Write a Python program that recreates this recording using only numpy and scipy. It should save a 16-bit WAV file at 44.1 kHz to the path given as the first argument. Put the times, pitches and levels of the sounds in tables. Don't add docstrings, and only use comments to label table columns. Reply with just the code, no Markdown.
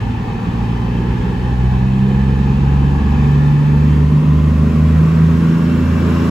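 import sys
import numpy as np
from scipy import signal
from scipy.io import wavfile
from scipy.ndimage import uniform_filter1d, minimum_filter1d

SR = 44100
rng = np.random.default_rng(int(sys.argv[2]) if len(sys.argv) > 2 else 0)


def store_pcm(level_fs):
    pcm = np.round(np.clip(level_fs, -1, 1) * 32767).astype(np.int16)
    wavfile.write(sys.argv[1], SR, np.atleast_2d(pcm).T)


N = 277830


def gain_of(db):
    return 10 ** (np.asarray(db) / 20)


def evened(x):
    return x / np.sqrt(np.mean(x ** 2) + 1e-20)


def over_time(rows, t):
    s, *columns = np.transpose(rows)
    return [np.interp(t, s, c) for c in columns]


def over_pitch(rows, hz):
    f, *columns = np.transpose(rows)
    return [np.interp(np.log(hz + 1), np.log(f + 1), c) for c in columns]


def drift(t, top_hz):
    rates = np.geomspace(top_hz / 20, top_hz, 16)[:, None]
    sines = np.sin(2 * np.pi * (rates * t + rng.random(rates.shape)))
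    return evened((sines / np.sqrt(rates)).sum(0))


def rings(modes, hz):
    return sum(gain_of(2 * db) / w / (1 + (2 * (hz - f) / w) ** 2) ** 2 for f, w, db in modes)


def approach(t, start_db, slope_db, s, later_db):
    return start_db + slope_db * np.minimum(t, s) + later_db * np.maximum(t - s, 0)


# t/s, f/Hz
FIRING_RATE = [(0, 57.45), (.5, 57.08), (1.0, 59.19), (2.25, 67.28), (2.7, 69.32), (3.15, 71.4),
               (4.05, 74.7), (4.95, 78.9), (5.4, 82.18), (6.3, 84)]
# t/s, 1st level/dB, 2nd level/dB, 3rd level/dB
FIRING_TONES = [(0, -27, -22.5, -36), (.38, -38.5, -26, -30.5), (.6, -23.5, -21.5, -24.5),
                (1.1, -21.5, -20.5, -26.5), (1.35, -28, -24, -21), (1.5, -19, -19.5, -28),
                (1.7, -16.5, -15.5, -23), (1.88, -20.5, -16, -19), (2.02, -34, -15.5, -15),
                (2.22, -16, -16.5, -18.5), (2.5, -18.5, -17, -22), (2.85, -16.5, -13.5, -28),
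                (3.06, -14.5, -25.5, -25), (3.25, -18.5, -13, -25.5), (3.5, -22, -11, -26.5),
                (3.64, -36, -11.5, -28), (3.78, -16.5, -12, -21), (4.06, -14, -13.5, -33),
                (4.22, -38, -10.5, -29), (4.36, -13, -14, -35), (4.7, -17, -17, -20.5),
                (4.85, -13, -14, -20.5), (5.08, -19.5, -10.5, -37), (5.28, -16, -12, -21),
                (5.5, -34, -15, -22), (5.619, -21, -13.5, -23), (5.75, -19, -25, -17.5),
                (6.051, -16.5, -19, -24.5), (6.3, -21, -18.5, -20.5)]
# f/Hz, relative level/dB
UNEVEN_CYLINDERS = [(50, -34.5), (75, -53.5), (110, -41), (150, -39), (200, -24.5), (242, -34),
                    (290, -48.5), (340, -45), (420, -46.5), (650, -73.5)]
# t/s, then level/dB of the 10th, 14th, 16th, 20th, 22nd and 24th cycle multiple
CRANK_TONES = [(0, -48, -36, -36, -32, -44, -37), (.6, -44, -30, -33, -36, -52, -24.5),
               (1.05, -41, -33, -30.5, -30, -38, -26.5), (1.9, -49, -46, -42, -39, -36.5, -40),
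               (2.5, -38, -42, -27, -29.5, -30.5, -36), (2.9, -33, -47, -24.5, -42, -35.5, -30),
               (3.15, -29.5, -47.5, -21.5, -22, -43, -36), (3.5, -31, -33.5, -33, -26.5, -36, -38.5),
               (4.3, -34.5, -41, -22.5, -26.5, -47, -44), (4.75, -28, -39, -25.5, -30, -41, -49),
               (5.0, -30, -45, -31, -27, -40, -40), (5.4, -25.5, -24, -26, -42, -41, -35.5),
               (6.3, -25, -23, -28.5, -41, -36, -32.5)]
# t/s, level/dB
FIFTEENTH_TONE = [(3.9, -43), (5.1, -32), (6.3, -31.5)]
# f/Hz, coherence (0-1), left lead/rad, left-right level/dB
PORT_PAIR = [(60, .99, -.08, -.2), (250, .87, -.24, -1.4), (450, .68, .1, -.6), (750, .45, -1.9, 3.2),
             (1100, .65, .1, 1.8), (1700, .45, -.3, 1), (2500, .55, -.6, 0), (4200, .4, -.3, 1),
             (5500, .12, 0, .6), (6900, .88, 0, .1)]
UNEVEN_APPROACH = (-13, 3., 5.5, -0.5)  # dB, dB/s, s, dB/s
HALF_TURN_DB = -11
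WAVER_DB, CRANK_WAVER_DB = 3, 1.2
TURN_OVER_S = (3.0, 3.12)


def exhaust():
    t = np.arange(N) / SR
    coarse = t[::256]
    cycle_hz = over_time(FIRING_RATE, coarse)[0] / 6
    cycles = np.cumsum(np.interp(t, coarse, cycle_hz)) / SR
    firing = over_time([(s, *gain_of(db)) for s, *db in FIRING_TONES], coarse)
    firing_db = dict(zip((6, 12, 18), 20 * np.log10(firing)))
    crank_db = dict(zip((10, 14, 16, 20, 22, 24), over_time(CRANK_TONES, coarse)))
    crank_db[15] = over_time(FIFTEENTH_TONE, coarse)[0]
    uneven_db = approach(coarse, *UNEVEN_APPROACH)
    out = np.zeros((2, N))
    for k in range(5, 49):
        waver = drift(coarse, top_hz=5)
        if k in firing_db:
            db = firing_db[k]
        elif k in crank_db:
            db = crank_db[k] + CRANK_WAVER_DB * waver
        else:
            db = over_pitch(UNEVEN_CYLINDERS, k * cycle_hz)[0] + uneven_db + WAVER_DB * waver
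            db += HALF_TURN_DB * (k % 2)
        start = rng.random() * (1 if k % 6 else .1)
        start = start + (k % 12 == 0) * np.interp(t, TURN_OVER_S, (0, .5))
        wander = np.interp(t, coarse, .22 * drift(coarse, top_hz=3))
        phase = 2 * np.pi * (k * cycles + start) + wander
        _, lead, balance_db = over_pitch(PORT_PAIR, k * cycle_hz.mean())
        lead = lead + np.interp(t, coarse, (.05 + k / 200) * drift(coarse, top_hz=2))
        peak = np.sqrt(2) * np.interp(t, coarse, gain_of(db))
        out[0] += gain_of(balance_db / 2) * peak * np.cos(phase + lead)
        out[1] += gain_of(-balance_db / 2) * peak * np.cos(phase)
    return out


# t/s, share of the first engine's speed, level/dB before each tone's offset
SLOWER_ENGINE = [(1.2, 0.93, -53), (2.0, 0.94, -40), (3.0, 0.98, -31), (4.0, 0.95, -30), (5.0, 0.97, -22),
                 (5.7, 0.98, -29), (6.3, 0.93, -36)]


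def slower_engine():
    t = np.arange(N) / SR
    share, db = over_time(SLOWER_ENGINE, t)
    firings = np.cumsum(over_time(FIRING_RATE, t)[0] * share) / SR
    wavers = [np.interp(t, t[::256], drift(t[::256], top_hz=5)) for _ in range(3)]
    out = np.zeros(N)
    for multiple, tone_db, waver in zip((1, 2, 3), (-5, -1, -7), wavers):
        peak = np.sqrt(2) * gain_of(db + tone_db + WAVER_DB * waver)
        out += peak * np.cos(2 * np.pi * (multiple * firings + rng.random()))
    return out


# f/Hz, relative level/dB per Hz
DISTANT_SPECTRUM = [(32, -81.5), (50, -42.5), (88, -51.5), (230, -64), (420, -56.5), (620, -73),
                    (1000, -62), (1400, -72), (2100, -74), (3500, -80), (6000, -90.5), (9000, -100),
                    (14500, -106)]
# f/Hz, width/Hz, relative level/dB, gain/(dB/s), climb/Hz as the cab passes
CARRIAGE_RINGS = [(825, 160, 6.5, -0.58, 169.5), (1714, 190, -3.5, 0.66, 160), (2558, 230, -9, 0.9, 60),
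                  (2668, 50, -11.5, 1.1, 45), (3038, 100, -9, -0.3, 0)]
# f/Hz, relative level/dB per Hz
NEAR_SPECTRUM = [(32, -89), (48, -48), (95, -43.5), (200, -39.5), (350, -50.5), (550, -58.5), (750, -66.5),
                 (1300, -67), (2000, -73), (3000, -77.5), (4500, -84), (7000, -88.5), (10000, -93.5),
                 (14500, -96)]
# f/Hz, width/Hz, relative level/dB
NEAR_RESONANCES = [(1122, 270, 2.5), (2320, 170, -13)]
# t/s, level/dB
NEAR_GROWTH = [(0, -8), (3, -5), (4.5, 0), (5.2, 0.6), (6.3, 4)]
# f/Hz, share of the growth in dB
DIFFRACTION = [(150, 0.2), (280, .45), (450, 0.96), (8000, 1.07)]
# f/Hz, width/Hz, relative level/dB, delay/s
BAY_RINGS = [(1590, 280, 7, 0), (2710, 55, 3.5, .2), (5420, 70, -12, 0)]
# t/s, f/Hz, relative level/dB
TURBOCHARGER = [(4.8, 5150, -85), (5.3, 5400, -66), (5.6, 5540, -58), (6, 5700, -58), (6.3, 5780, -57)]
DISTANT_APPROACH, DISTANT_LEAST_DB = (0.1, 0.26, 3.5, -7), -7  # dB, dB/s, s, dB/s
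BAY_APPROACH = (-133, 15.5, 5.5, 5.5)  # dB, dB/s, s, dB/s
RING_WAVER_DB, RING_WANDER = .7, .007
RING_RISE_S = (3.4, 4.3)


def roar_power(t, f):
    distant_db = np.maximum(approach(t, *DISTANT_APPROACH), DISTANT_LEAST_DB)
    near_db = over_time(NEAR_GROWTH, t)[0]
    near_db = near_db[0] + over_pitch(DIFFRACTION, f)[0] * (near_db - near_db[0])
    risen = np.interp(t, RING_RISE_S, (0, 1))
    hollow = []
    for ring_hz, width, db, slope_db, climb_hz in CARRIAGE_RINGS:
        moving_hz = risen * climb_hz + ring_hz * (1 + RING_WANDER * drift(t, top_hz=8))
        grown_db = db + slope_db * np.minimum(t, RING_RISE_S[0])
        hollow.append((moving_hz, width, grown_db + RING_WAVER_DB * drift(t, top_hz=16)))
    distant = gain_of(2 * over_pitch(DISTANT_SPECTRUM, f)[0]) + gain_of(2 * -40) * rings(hollow, f)
    near = gain_of(2 * over_pitch(NEAR_SPECTRUM, f)[0]) + gain_of(2 * -41) * rings(NEAR_RESONANCES, f)
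    bay = [(ring_hz, width, db + approach(t - late_s, *BAY_APPROACH) + drift(t, top_hz=4.5))
           for ring_hz, width, db, late_s in BAY_RINGS]
    turbo_hz, turbo_db = over_time(TURBOCHARGER, t)
    turbo = [(turbo_hz, 70, turbo_db + 2 * drift(t, top_hz=8))]
    power = gain_of(2 * distant_db) * distant + gain_of(2 * near_db) * near
    return power + rings(bay, f) + rings(turbo, f)


# f/Hz, coherence (0-1), left lead/rad
FAR_PORT_PAIR = [(60, .99, -.08), (480, .78, -.2), (620, .45, -3), (900, .72, -.3), (1080, .5, 1.3),
                 (1380, .25, 2), (1500, .45, 4.6), (1850, .55, 6.4), (2100, .45, 4.7), (2480, .77, 6.9),
                 (2850, .3, 8.5), (3500, .4, 6.2), (4300, .52, 6.8), (5500, .1, 6.5), (6900, .67, 6.5)]
SIZE, HOP = 2048, 512
HAND_OVER_S = (3.8, 4.3)
TREBLE_HZ, TURN_HZ = 6900, 4200


def roar():
    frames, hz = N // HOP + 5, np.fft.rfftfreq(SIZE, 1 / SR)
    t, f = np.arange(frames) * HOP / SR, hz[:, None]
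    power = roar_power(t, f)
    a, b, c, d, patches, streaks = rng.standard_normal((frames, len(hz), 6)).T
    streaks = evened(uniform_filter1d(uniform_filter1d(streaks, size=3, axis=0), size=40, axis=1))
    patches = evened(uniform_filter1d(uniform_filter1d(patches, size=14, axis=0), size=6, axis=1))
    same, lead, balance_db = over_pitch(PORT_PAIR, f)
    same_far, lead_far = over_pitch(FAR_PORT_PAIR, f)
    near = np.interp(t, HAND_OVER_S, (0, 1))
    link = near * same * np.exp(1j * lead) + (1 - near) * same_far * np.exp(1j * lead_far)
    link = link * np.exp(-2j * np.pi * np.maximum(f - TREBLE_HZ, 0) / TURN_HZ)
    right = a + 1j * b
    left = link * right + np.sqrt(1 - np.minimum(abs(link), 1) ** 2) * (c + 1j * d)
    z = np.array([left * gain_of(balance_db / 2), right * gain_of(-balance_db / 2)])
    colour_db = 1.4 * streaks + .6 * patches + .4 * drift(t, top_hz=9)
    z *= np.sqrt(power * SR / SIZE * 1.5) * gain_of(colour_db)
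    return signal.istft(z, nperseg=SIZE, noverlap=SIZE - HOP)[1][:, :N]


# f/Hz, level/dB, start of fade t/s, loss/(dB/s)
STATION_HUM = [(50, -31.5, 4.7, 12.), (100, -33, 1.4, 9.)]


def hum():
    t, out = np.arange(N) / SR, np.zeros(N)
    for hz, db, s, loss_db in STATION_HUM:
        waver = np.interp(t, t[::256], drift(t[::256], top_hz=2))
        level_db = db - np.clip(loss_db * (t - s), 0, 12.) + 2 * waver
        out += np.sqrt(2) * gain_of(level_db) * np.cos(2 * np.pi * (hz * t + rng.random()) + waver)
    return out


def scene():
    return exhaust() + slower_engine() + hum() + roar()


CEILING_DB, EDGE_HZ = -.7, 15700


def record(dry):
    room = np.minimum(gain_of(CEILING_DB) / (abs(dry).max(0) + 1e-9), 1)
    room = minimum_filter1d(room, size=801)
    limited = dry * uniform_filter1d(uniform_filter1d(room, size=400), size=400)
    limited = limited * signal.windows.tukey(N, .002)
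    low_pass = signal.firwin(511, EDGE_HZ, window=("kaiser", 9), fs=SR)
    return signal.oaconvolve(limited, low_pass[None], "same", axes=1)


dry = scene()
out = record(dry)
store_pcm(out)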